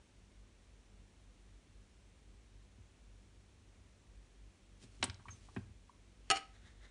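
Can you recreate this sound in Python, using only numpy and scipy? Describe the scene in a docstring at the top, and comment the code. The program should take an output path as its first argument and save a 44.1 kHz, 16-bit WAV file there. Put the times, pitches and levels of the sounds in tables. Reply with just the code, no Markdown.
"""Python striking in a cardboard hide

A quiet room with a low hum, one microphone close to the hide. A python strikes at a mouse held over
moss: the moss rustles, the snake slaps the cardboard and thumps down as it coils round its prey,
with one thin squeak. Then something hard, probably the feeding tongs, is put down nearby with a
ringing clack and a short rattle."""
import sys
import numpy as np
from scipy import signal
from scipy.fft import rfft, irfft, next_fast_len
from scipy.io import wavfile

SR = 44100
rng = np.random.default_rng(int(sys.argv[2]) if len(sys.argv) > 2 else 0)


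def int16_out(signal):
    """Quantize to a 16-bit WAV file."""
    q = np.round(np.clip(np.atleast_2d(signal).T, -1, 1) * 32767)
    wavfile.write(sys.argv[1], SR, q.astype(np.int16))


N = 304290
TIME = np.arange(N) / SR

# room air and hiss: f/Hz, relative density/dB
AIR_SPECTRUM = [(20, -27), (36, -18), (52, -2.5), (75, 1), (130, -8.5), (330, -10), (700, -19),
                (1400, -22.5), (2300, -21.5), (4200, -25), (4900, -28.5), (5600, -25.5), (7700, -28),
                (9500, -30.5)]
# low bands in which the room drones: f/Hz, width/Hz, level/dB
DRONE_BANDS = [(50.6, 19.4, -68), (93.6, 11, -79), (191.8, 12, -83.5), (243, 18, -83)]
# the mains tone and its octave: level/dB
MAINS_LEVELS = [-69.5, -83]
# a distant motor's turning rate, then overtones one mains step apart: level/dB
MOTOR_LEVELS = [-67.5, -74, -87, -81.5]

# soft handling after the clack: peak t/s, level/dB, length/s
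SCUFF_STROKES = [(6.558, -66, 0.11), (6.675, -63, 0.18), (6.85, -63, 0.19)]
# colour of that handling: f/Hz, relative density/dB
SCUFF_SPECTRUM = [(300, 0.5), (1100, -6.5), (1900, 4), (2700, -10.5), (3700, -0.5), (4800, -14),
                  (6500, -12), (10000, -20)]
# the tongs land, bounce and settle: t/s, relative ring/dB, relative crack/dB
TONG_CONTACTS = [(6.3011, -35, -25.5), (6.3113, -35, -28.5), (6.3708, -54, -43)]
# modes of the clack: f/Hz, relative level/dB, t60 before damping/s
TONG_MODES = [(150, -15, 0.12), (306, -15, 0.18), (424, -4, 0.12), (459, -15, 0.28), (693, -7, 0.23),
              (761, -4, 0.2), (781, -1, 0.26), (1217, -1, 0.22), (1281, 4, 0.16), (1659, -6, 0.06),
              (1882, -9, 0.13), (1983, -5, 0.16), (2050, -6, 0.08), (2235, -15, 0.21), (2370, -13, 0.24),
              (2765, -5, 0.11), (2846, -3, 0.12), (2925, -2, 0.14), (3247, -7, 0.07), (3738, -10, 0.11),
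              (4320, -6, 0.1), (4547, -8, 0.06), (5509, -4, 0.06), (6663, -9, 0.06), (6950, -17, 0.18),
              (7070, -9, 0.08), (8423, -10, 0.06), (9401, -9, 0.08)]
# colour of the tongs' crack and chatter: f/Hz, relative density/dB
CRACK_SPECTRUM = [(100, -21), (400, -2), (1000, -3), (1700, 1), (3000, 8.5), (3700, -8), (4400, 5),
                  (5100, -5), (5500, 3.5), (6200, -7.5), (6900, 3.5), (7500, -9), (8500, -0.5),
                  (10500, -11.5)]
# the tongs brush the surface, chatter and rock to rest: peak t/s, relative level/dB, length/s
CHATTER_STROKES = [(6.298, -62, 0.025), (6.369, -35, 0.054), (6.405, -58.5, 0.23)]

# the snake drags the moss as it lunges, pulls back and coils: peak t/s, level/dB, length/s
MOSS_DRAGS = [(4.835, -58, 0.091), (4.95, -70, 0.34), (5.045, -48, 0.07), (5.33, -65.5, 0.38),
              (5.455, -67.5, 0.31), (5.555, -66, 0.26)]
# colour of dragged moss: f/Hz, relative density/dB
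MOSS_SPECTRUM = [(300, 4.5), (1000, -12), (2500, -5), (6000, -6), (10000, -9.5)]
# blows to the floor of the hide from snake and tongs: t/s, relative level/dB, contact f/Hz
FLOOR_BLOWS = [(2.779, -47.5, 70), (4.836, -50.5, 146), (4.999, -39, 58), (5.028, -38.5, 273),
               (5.078, -32.5, 44), (5.187, -53.5, 138), (5.273, -44.5, 73), (5.319, -47, 54),
               (5.5637, -32.5, 168), (5.689, -45, 58), (6.302, -49, 230), (6.626, -46.5, 49.7)]
# low modes of the hide: f/Hz, relative level/dB, t60/s
HIDE_MODES = [(70, -7.5, 0.2), (87.5, -4, 0.36), (111.4, -3.5, 0.25), (202, -1.5, 0.077), (251.3, 0, 0.1),
              (381.6, 0.5, 0.09)]
# snake, moss and bark hit the cardboard: t/s, relative level/dB, centre f/Hz, width/octaves, t60/s
WALL_KNOCKS = [(5.0266, -29.5, 2460, 2.48, 0.036), (5.0278, -22.5, 1650, 2.65, 0.024),
               (5.0390, -34.5, 1220, 4.3, 0.052), (5.0396, -28.5, 8460, 0.27, 0.029),
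               (5.0730, -60, 2300, 1.5, 0.034), (5.098, -39, 2480, 2, 0.024),
               (5.1440, -48, 4770, 0.88, 0.012), (5.1960, -61.5, 1100, 1.2, 0.077),
               (5.2542, -50.5, 1086, 0.46, 0.04), (5.2833, -45, 1520, 1.43, 0.054),
               (5.485, -58.5, 1030, 0.94, 0.044), (5.563, -45, 1310, 1.86, 0.056),
               (5.5699, -45.5, 1290, 2.1, 0.024), (5.893, -58.5, 1010, 0.41, 0.03)]
# broad resonances of the cardboard wall: f/Hz, width/Hz, gain/dB
WALL_RESONANCES = [(746, 77, 1), (955, 120, 3), (1114, 45, 0.5), (1590, 44, -4), (2300, 120, -4.5),
                   (3030, 170, -2)]


def from_db(db):
    """Decibels to gain."""
    return 10 ** (np.asarray(db) / 20)


def rms_one(x):
    """Scale to rms 1."""
    return x / np.sqrt(np.mean(x ** 2) + 1e-20)


def coloured(x, spectrum):
    """Give x a smooth spectrum; rms 1."""
    hz, level_db = np.transpose(spectrum)
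    size = next_fast_len(N)
    bin_hz = np.maximum(np.fft.rfftfreq(size, 1 / SR), 1)
    gain = from_db(np.interp(np.log(bin_hz), np.log(hz), level_db))
    return rms_one(irfft(rfft(x, size) * gain, size)[:N])


def band_noise(low_hz, high_hz):
    """Noise between two edges, already running at the start; rms 1."""
    band = signal.butter(2, [low_hz, high_hz], "band", fs=SR, output="sos")
    return rms_one(signal.sosfilt(band, rng.standard_normal(N + SR))[SR:])


def dulled(x, hz):
    """A gentle low-pass."""
    return signal.lfilter(*signal.butter(1, hz, fs=SR), x + 1e-18)


def click(s):
    """A unit impulse at time s."""
    return 1. * (np.arange(N) == round(s * SR))


def dying(s, t60):
    """An envelope that jumps to 1 at time s and dies away."""
    return (TIME >= s) * np.exp(-np.log(1000) * np.clip((TIME - s) / t60, 0, 10))


def ring(blows, modes, damping=1):
    """Blows set each mode ringing as a dying sine; neighbouring modes swing in opposite directions."""
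    out = np.zeros(N)
    for k, (hz, level_db, t60) in enumerate(modes):
        decay = np.exp(-np.log(1000) * damping / (t60 * SR))
        step = 2 * np.pi * hz / SR
        mode = signal.lfilter([0, np.sin(step)], [1, -2 * decay * np.cos(step), decay ** 2], blows + 1e-18)
        out += (-1) ** k * from_db(level_db) * mode
    return out


def strokes(rows, rise_share, edge_db=19):
    """Each movement swells evenly in dB and falls away; its start and end lie edge_db under its peak."""
    power = 0
    for s, level_db, length_s in rows:
        from_peak = np.maximum((s - TIME) / rise_share, (TIME - s) / (1 - rise_share)) / length_s
        power += from_db(level_db - edge_db * np.minimum(from_peak, 10)) ** 2
    return np.sqrt(power)


def rustle(spectrum, per_s, spread_db):
    """Many tiny slips and snaps, each with a size of its own; rms 1."""
    sizes = from_db(spread_db * np.minimum(rng.exponential(1, N), 4)) * rng.choice([-1, 1], N)
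    grains = sizes * (rng.random(N) < per_s / SR)
    return coloured(grains, spectrum)


def hum(motor_hz=46.24, mains_hz=50.01, in_step_s=0.18, waver_db=2.0):
    """A distant motor turns a little slower than the mains, so their wavering tones beat."""
    tones = [(mains_hz * (k + 1), level_db) for k, level_db in enumerate(MAINS_LEVELS)]
    tones += [(motor_hz + mains_hz * k, level_db) for k, level_db in enumerate(MOTOR_LEVELS)]
    beating = sum(from_db(level_db) * np.sqrt(2) * np.sin(2 * np.pi * hz * (TIME - in_step_s))
                  for hz, level_db in tones)
    return beating * from_db(waver_db * band_noise(0.59, 3.4))


def room_tone(air_db=-67.5):
    """Steady hiss and rumble all round the microphone, under the throbbing hum."""
    drone = sum(from_db(level_db) * band_noise(hz - width_hz / 2, hz + width_hz / 2)
                for hz, width_hz, level_db in DRONE_BANDS)
    return hum() + drone + from_db(air_db) * coloured(rng.standard_normal(N), AIR_SPECTRUM)


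def reflections(direct, level_db=-19.5, first_echo_s=0.009, t60=0.34, wall_cut_hz=2600):
    """Near walls send dense, dull, short-lived echoes back to the microphone."""
    echoes = dulled(rng.standard_normal(N), wall_cut_hz) * dying(first_echo_s, t60)
    response = echoes[:SR] / np.sqrt(np.sum(echoes ** 2))
    return from_db(level_db) * signal.fftconvolve(direct, response)[:N]


def scuffs():
    """Soft handling friction, faint at the microphone, once the tongs are down."""
    return strokes(SCUFF_STROKES, rise_share=0.52) * rustle(SCUFF_SPECTRUM, per_s=4900, spread_db=2.0)


def tongs(crack_t60=0.032, ring_gain_db=1.05, crack_gain_db=3.0):
    """Close by, each contact cracks brightly and rings the same modes; tiny fast bounces follow."""
    blows = sum(from_db(ring_db) * click(s) for s, ring_db, _ in TONG_CONTACTS)
    ringing = from_db(ring_gain_db) * ring(blows, TONG_MODES, damping=1.2)
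    force = sum(from_db(crack_db) * dying(s, crack_t60) for s, _, crack_db in TONG_CONTACTS)
    crack = from_db(crack_gain_db) * force * coloured(rng.standard_normal(N), CRACK_SPECTRUM)
    rocking = strokes(CHATTER_STROKES, rise_share=0.63)
    chatter = rocking * rustle(CRACK_SPECTRUM, per_s=2700, spread_db=4.0)
    return ringing + crack + dulled(chatter, hz=5600)


def moss():
    """Fibres slip and snap as the snake drags over them."""
    return strokes(MOSS_DRAGS, rise_share=0.49) * rustle(MOSS_SPECTRUM, per_s=1700, spread_db=2.0)


def squeak(start_s=5.304, start_hz=6440, sag_hz_per_s=5000, level_db=-50.5, attack_s=0.004, t60=0.13):
    """One thin, slightly rough whistle as the coils tighten, sagging in pitch as it dies."""
    age = np.clip(TIME - start_s, 0, t60)
    hz = start_hz - sag_hz_per_s * age
    envelope = from_db(level_db) * np.minimum(age / attack_s, 1) * dying(start_s, t60)
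    rasp = 1 + 0.28 * rms_one(dulled(rng.standard_normal(N), hz=300))
    return envelope * rasp * np.sqrt(2) * np.sin(2 * np.pi * np.cumsum(hz) / SR)


def thumps(spread_ratio=1.35, lowest_hz=45):
    """A body presses in and lets go, ringing the low modes of the hide; softer contacts are deeper."""
    pushes = np.zeros(N)
    for s, level_db, hz in FLOOR_BLOWS:
        contact = signal.butter(1, [hz / spread_ratio, hz * spread_ratio], "band", fs=SR)
        pushes += from_db(level_db) * signal.lfilter(*contact, click(s) + 1e-18)
    bass_loss = signal.butter(2, lowest_hz, "high", fs=SR)   # the thumps carry no deep bass
    return signal.lfilter(*bass_loss, ring(pushes, HIDE_MODES))


def knocks(gain_db=-2.5):
    """Each knock is a brief crush of fibres, pitched by the spot that is hit and coloured by the wall."""
    hits = np.zeros(N)
    for s, level_db, hz, octaves, t60 in WALL_KNOCKS:
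        low, high = hz / 2 ** (octaves / 2), hz * 2 ** (octaves / 2)
        crush = from_db(level_db) * rng.standard_normal(N) * dying(s, t60)
        spot = signal.butter(3, [low, high], "band", fs=SR, output="sos")
        width_gain = np.sqrt(SR / 2 / (high - low))   # same level at any width
        hits += width_gain * signal.sosfilt(spot, crush + 1e-18)
    wall = np.zeros(N)
    for hz, width_hz, peak_db in WALL_RESONANCES:
        resonance = signal.iirpeak(hz, hz / width_hz, fs=SR)
        wall += from_db(peak_db) * signal.lfilter(*resonance, hits + 1e-18)
    return from_db(gain_db) * (hits + wall)


def scene():
    """Snake and tongs close to one microphone, the small room well behind them."""
    snake = knocks() + thumps() + squeak() + moss()
    hand = tongs() + scuffs()
    direct = snake + hand
    return (direct + reflections(direct) + room_tone())[None]


def record(dry):
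    """The microphone signal is cut steeply at the top."""
    cutoff_hz = 10050
    return signal.sosfilt(signal.butter(32, cutoff_hz, fs=SR, output="sos"), dry)


dry = scene()
out = record(dry)
int16_out(out)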